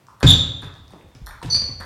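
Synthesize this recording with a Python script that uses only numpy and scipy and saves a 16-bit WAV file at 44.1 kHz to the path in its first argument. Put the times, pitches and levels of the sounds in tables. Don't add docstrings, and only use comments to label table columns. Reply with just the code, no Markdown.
import sys
import numpy as np
from scipy import signal
from scipy.fft import rfft, irfft, next_fast_len
from scipy.io import wavfile
from scipy.ndimage import map_coordinates

SR = 44100
rng = np.random.default_rng(int(sys.argv[2]) if len(sys.argv) > 2 else 0)


def output_pcm(signal):
    pcm = np.clip(np.atleast_2d(signal).T, -1, 1) * 32767
    wavfile.write(sys.argv[1], SR, np.round(pcm).astype(np.int16))


def field_ratio(decibels):
    return 10 ** (np.asarray(decibels, dtype=float) / 20)


N = 81585


def unit(x):
    return x / np.sqrt(np.mean(x ** 2) + 1e-20)


def along(points, hz):
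    point_hz, value = np.transpose(points)
    return np.interp(np.log(hz + 1), np.log(point_hz + 1), value)


def wobble(rate, size):
    knots = rng.standard_normal(int(size * rate / SR) + 4)
    return map_coordinates(knots, [np.arange(size) * rate / SR])


def filtered(x, response):
    m = next_fast_len(len(x) + 8192)
    return irfft(rfft(x, m) * response(np.fft.rfftfreq(m, 1 / SR)), m)[:len(x)]


def resonant(x, peaks):
    def response(f):
        total = 0
        for k, (center, width, db) in enumerate(peaks):
            damping = 1j * f * width
            total = total + (-1) ** k * field_ratio(db) * damping / (center * center - f * f + damping)
        return total
    return filtered(x, response)


def add(track, s, x):
    at = round(s * SR)
    track[at:at + len(x)] += x[:N - at]


# pitch in Hz, time to fall by 60 dB in seconds.
HALL_RING = [(100, 0.77), (500, 0.75), (1500, 0.67), (3600, 0.59), (7000, 0.51), (12000, 0.31)]
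HALL_LEVEL = {"ball": 2.5, "shell": -4, "bat": 0.5, "step": 0.5, "squeak": -2.5, "boom": -10}


def hall(x, source):
    gap_s, late_db, late_slower = 0.0071, -26, 2.56
    hz, t, noise = signal.stft(rng.standard_normal(SR), SR, nperseg=256)
    fall_db = -60 * t / along(HALL_RING, hz)[:, None]
    fade = np.hypot(field_ratio(fall_db), field_ratio(late_db + fall_db / late_slower))
    tail = signal.istft(noise * fade, SR, nperseg=256)[1]
    delayed = np.pad(x, (round(gap_s * SR), 0))
    out = field_ratio(HALL_LEVEL[source]) * signal.fftconvolve(delayed, tail / np.linalg.norm(tail))
    return out + np.pad(x, (0, len(out) - len(x)))


def tick(t60, peaks):
    t = np.arange(SR // 10) / SR
    burst = field_ratio(-60 * t / t60) * rng.standard_normal(len(t))
    x = resonant(resonant(burst, peaks), peaks)
    return x / np.linalg.norm(x) * np.sqrt(SR / 2000)


# start in seconds, boom level in dB, slap level in dB, pitch factor.
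LANDINGS = [(.229, -11, -14.5, 1.5), (.243, 0, -27.5, .97), (0.091, -53, -70, 0.65),
            (0.631, -28.5, -38.5, 1), (0.798, -36, -74, 0.68), (.925, -40.5, -52, 1.4),
            (1.041, -40, -84, 0.66), (1.15, -37, -47, 0.934), (1.216, -25.5, -77, 0.457),
            (1.427, -33, -31.5, 1.2), (1.447, -21, -41, 1), (1.546, -25.5, -31.5, 0.84),
            (1.618, -28, -38, 0.71), (1.69, -28, -44.5, 0.92), (1.718, -34.5, -70, 0.486),
            (1.801, -30.5, -39.5, 0.67)]
# pitch in Hz, level in dB, time to fall by 60 dB in seconds.
FLOORBOARDS = [(50, -6, 0.23), (77.64, -10.5, 0.46), (110, -19.5, 0.47), (139.7, -13.5, 0.17),
               (166.4, -9, 0.4), (244, -26, 0.067), (279.6, -1, 0.05), (350, -24.5, 0.16)]
# pitch in Hz, level in dB per Hz.
SOLE_SLAP = [(150, -7), (350, 0), (650, -6.5), (1500, -9), (2500, -11), (3500, -13.5), (7000, -22.5),
             (15000, -50)]


def landings():
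    heave_start_hz, heave_end_hz, heave_sag_s = 172.8, 83.56, 0.0299
    heave_t60_s, heave_rise_s = 0.33, 0.0038
    boom_rise_s, slap_t60_s = 0.0021, 0.068
    out, t = np.zeros(N), np.arange(SR // 2) / SR
    for s, boom_db, slap_db, pitch in LANDINGS:
        boards = 0
        for hz, db, t60 in FLOORBOARDS:
            boards = boards + field_ratio(db - 60 * t / t60) * np.sin(2 * np.pi * hz * pitch * t)
        sag = (heave_start_hz - heave_end_hz) * heave_sag_s * (1 - np.exp(-t / heave_sag_s))
        cycles = pitch * (heave_end_hz * t + sag)
        heave = field_ratio(-60 * t / heave_t60_s) * np.sin(2 * np.pi * cycles)
        heave = heave * (1 - np.exp(-t / heave_rise_s))
        boom = boards * (1 - np.exp(-t / boom_rise_s)) - heave
        boom = boom * np.cos(np.pi * t)
        slap = unit(filtered(rng.standard_normal(len(t)), lambda hz: field_ratio(along(SOLE_SLAP, hz))))
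        slap = slap * field_ratio(-60 * t / slap_t60_s)
        add(out, s, hall(field_ratio(boom_db) * boom, "boom") + hall(field_ratio(slap_db) * slap, "step"))
    return out


# start in seconds, length in seconds, level in dB, slip rate in Hz, wander in Hz.
SQUEAK_TIMES = [
    (0.263, 0.0732, -12, 3597, 110),
    (1.498, 0.0648, -16, 4540, 63.4),
]
# level in dB at the start, middle and end.
SQUEAK_SWELL = [(5, 2.5, 0), (-16.5, 0, 1)]
# levels in dB of overtones 2, 3 and 4.
FIRST_OVERTONES = (-20.5, -30, -39)
# levels in dB of overtones 2, 3 and 4.
SECOND_OVERTONES = (-30, -50, -60)
# pitch in Hz, level in dB.
HIGH_RIB = [(6000, -22.5), (5930, -13)]
# wander knots a second, rasp level in dB, rasp width in Hz, rib split in Hz.
SQUEAK_ROUGHNESS = [(450, -12, 950, 130), (350, -19, 1500, 225)]


def squeaks():
    chirp, chirp_s = 0.06, 0.0036
    mixing = field_ratio(-32)
    out, t = np.zeros(N), np.arange(SR // 8) / SR
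    overtones = (FIRST_OVERTONES, SECOND_OVERTONES)
    rows = zip(SQUEAK_TIMES, SQUEAK_SWELL, overtones, HIGH_RIB, SQUEAK_ROUGHNESS)
    for times, swell_db, over_db, (high_hz, high_db), roughness in rows:
        s, length, db, hz, wander_hz = times
        knots, rasp_db, rasp_hz, split_hz = roughness
        high_turn = 2 * np.pi * np.cumsum(high_hz + 90 * wobble(250, len(t))) / SR
        high = np.sin(high_turn) + mixing * np.sin(2 * high_turn)
        rasp_peak = [(hz, rasp_hz, 0)]
        rasp = unit(resonant(resonant(rng.standard_normal(len(t)), rasp_peak), rasp_peak))
        tone = field_ratio(rasp_db) * rasp
        for side in (-.5, .5):
            rate = (hz + side * split_hz) * (1 + chirp * np.exp(-t / chirp_s))
            rate = rate + wander_hz * wobble(knots, len(t))
            turn = 2 * np.pi * np.cumsum(rate) / SR
            tone = tone + np.sin(turn)
            for k, overtone_db in enumerate(over_db):
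                tone = tone + field_ratio(overtone_db) * np.sin((k + 2) * turn)
            high = high + mixing * np.sin(turn + high_turn)
        edge = np.clip(t / 0.0061, 0, 1) * np.clip((length - t) / .006 + 1, 0, 1)
        swell = np.interp(t, [0, length / 2, length], swell_db)
        grip = field_ratio(swell + 3.4 * wobble(128, len(t)))
        high_grip = field_ratio(high_db + 1.5 * wobble(120, len(t)))
        add(out, s, field_ratio(db) * hall(edge * (grip * tone + high_grip * high), "squeak"))
    return out


# start in seconds, level in dB, pitch in Hz.
SOLE_SCUFFS = [(.740, -45, 4840), (.88, -46, 4496), (.92, -53.5, 5870), (.935, -30, 361),
               (.945, -40.5, 800), (1.011, -45, 2240), (1.025, -57.5, 8000), (1.150, -43.5, 5000),
               (1.309, -31, 1850), (0.068, -47, 5020), (1.431, -37, 9400), (1.46, -32.5, 4800)]


def scuffs():
    out = np.zeros(N)
    for s, db, hz in SOLE_SCUFFS:
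        add(out, s, field_ratio(db) * hall(tick(0.0094, [(hz, 0.48 * hz, 0)]), "step"))
    return out


# delay in seconds, level in dB.
NEAR_ECHOES = [(.0097, 1), (.018, -8), (.0315, -4), (.050, -9)]


def echoed(t60, peaks):
    out = np.zeros(SR // 5)
    for s, db in [(0.0039, -1.5)] + NEAR_ECHOES:
        add(out, s, field_ratio(db) * tick(t60, peaks))
    return out


# start in seconds, level in dB, shell brightness in dB.
TABLE_BOUNCES = [
    (0.198, -28.5, -11),
    (.6130, -32, -10),
    (.9020, -49.5, -5.5),
    (1.2583, -29, -3),
    (1.7984, -27, -13),
]
# pitch in Hz, width in Hz, level in dB.
TABLE_TOP = [(800, 1500, -5), (1395, 1300, 2), (1920, 580, -0.5), (3580, 610, -12)]
# pitch in Hz, width in Hz, level in dB.
BALL_SHELL = [(4260, 430, 2), (5700, 660, -0.5), (7190, 1100, -4.5), (8840, 200, 5), (10300, 1130, -1.5),
              (12850, 1300, -2.5)]


def table_bounces():
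    top_lag_s = .005
    out = np.zeros(N)
    for s, db, shell_db in TABLE_BOUNCES:
        add(out, s, field_ratio(db + shell_db) * hall(echoed(0.0053, BALL_SHELL), "shell"))
        add(out, s + top_lag_s, field_ratio(db) * hall(echoed(0.0069, TABLE_TOP), "ball"))
    return out


# start in seconds, level in dB, blade pitch in Hz, shell in dB.
BAT_STROKES = [
    (.067, -49, 1140, -11),
    (0.084, -32, 946, -28),
    (.905, -41, 787, -10.5),
    (1.416, -26, 935, -18),
]


def bat_strokes():
    out = np.zeros(N)
    for s, db, hz, shell_db in BAT_STROKES:
        blade = tick(.006, [(hz, 200, 0), (1.39 * hz, 500, -6)])
        shell = tick(0.0065, BALL_SHELL[::3])
        add(out, s, field_ratio(db) * hall(blade + field_ratio(shell_db) * shell, "bat"))
    return out


# pitch in Hz, level in dB per Hz.
ROOM_AIR = [(20, -32.5), (45, -12.5), (110, 4), (200, -6), (500, -13.5), (1000, -15.5), (4500, -27),
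            (16000, -36)]


def air():
    level_db, swing_db = -55.5, 1
    noise = unit(filtered(rng.standard_normal(N), lambda hz: field_ratio(along(ROOM_AIR, hz))))
    return field_ratio(level_db + swing_db * wobble(24, N)) * noise


def scene():
    ball = table_bounces() + bat_strokes()
    feet = landings() + scuffs() + squeaks()
    return (feet + ball + air())[None]


def roll_off(x):
    return signal.sosfilt(signal.butter(12, 16480, fs=SR, output="sos"), x)


def record(dry):
    mic_low_hz, clip_top, clip_hard = 37, .725, 24
    x = filtered(dry[0], lambda hz: (1j * hz / (mic_low_hz + 1j * hz)) ** 2)[None]
    x = x / (1 + np.abs(x / clip_top) ** clip_hard) ** (1 / clip_hard)
    return roll_off(x)


dry = scene()
out = record(dry)
output_pcm(out)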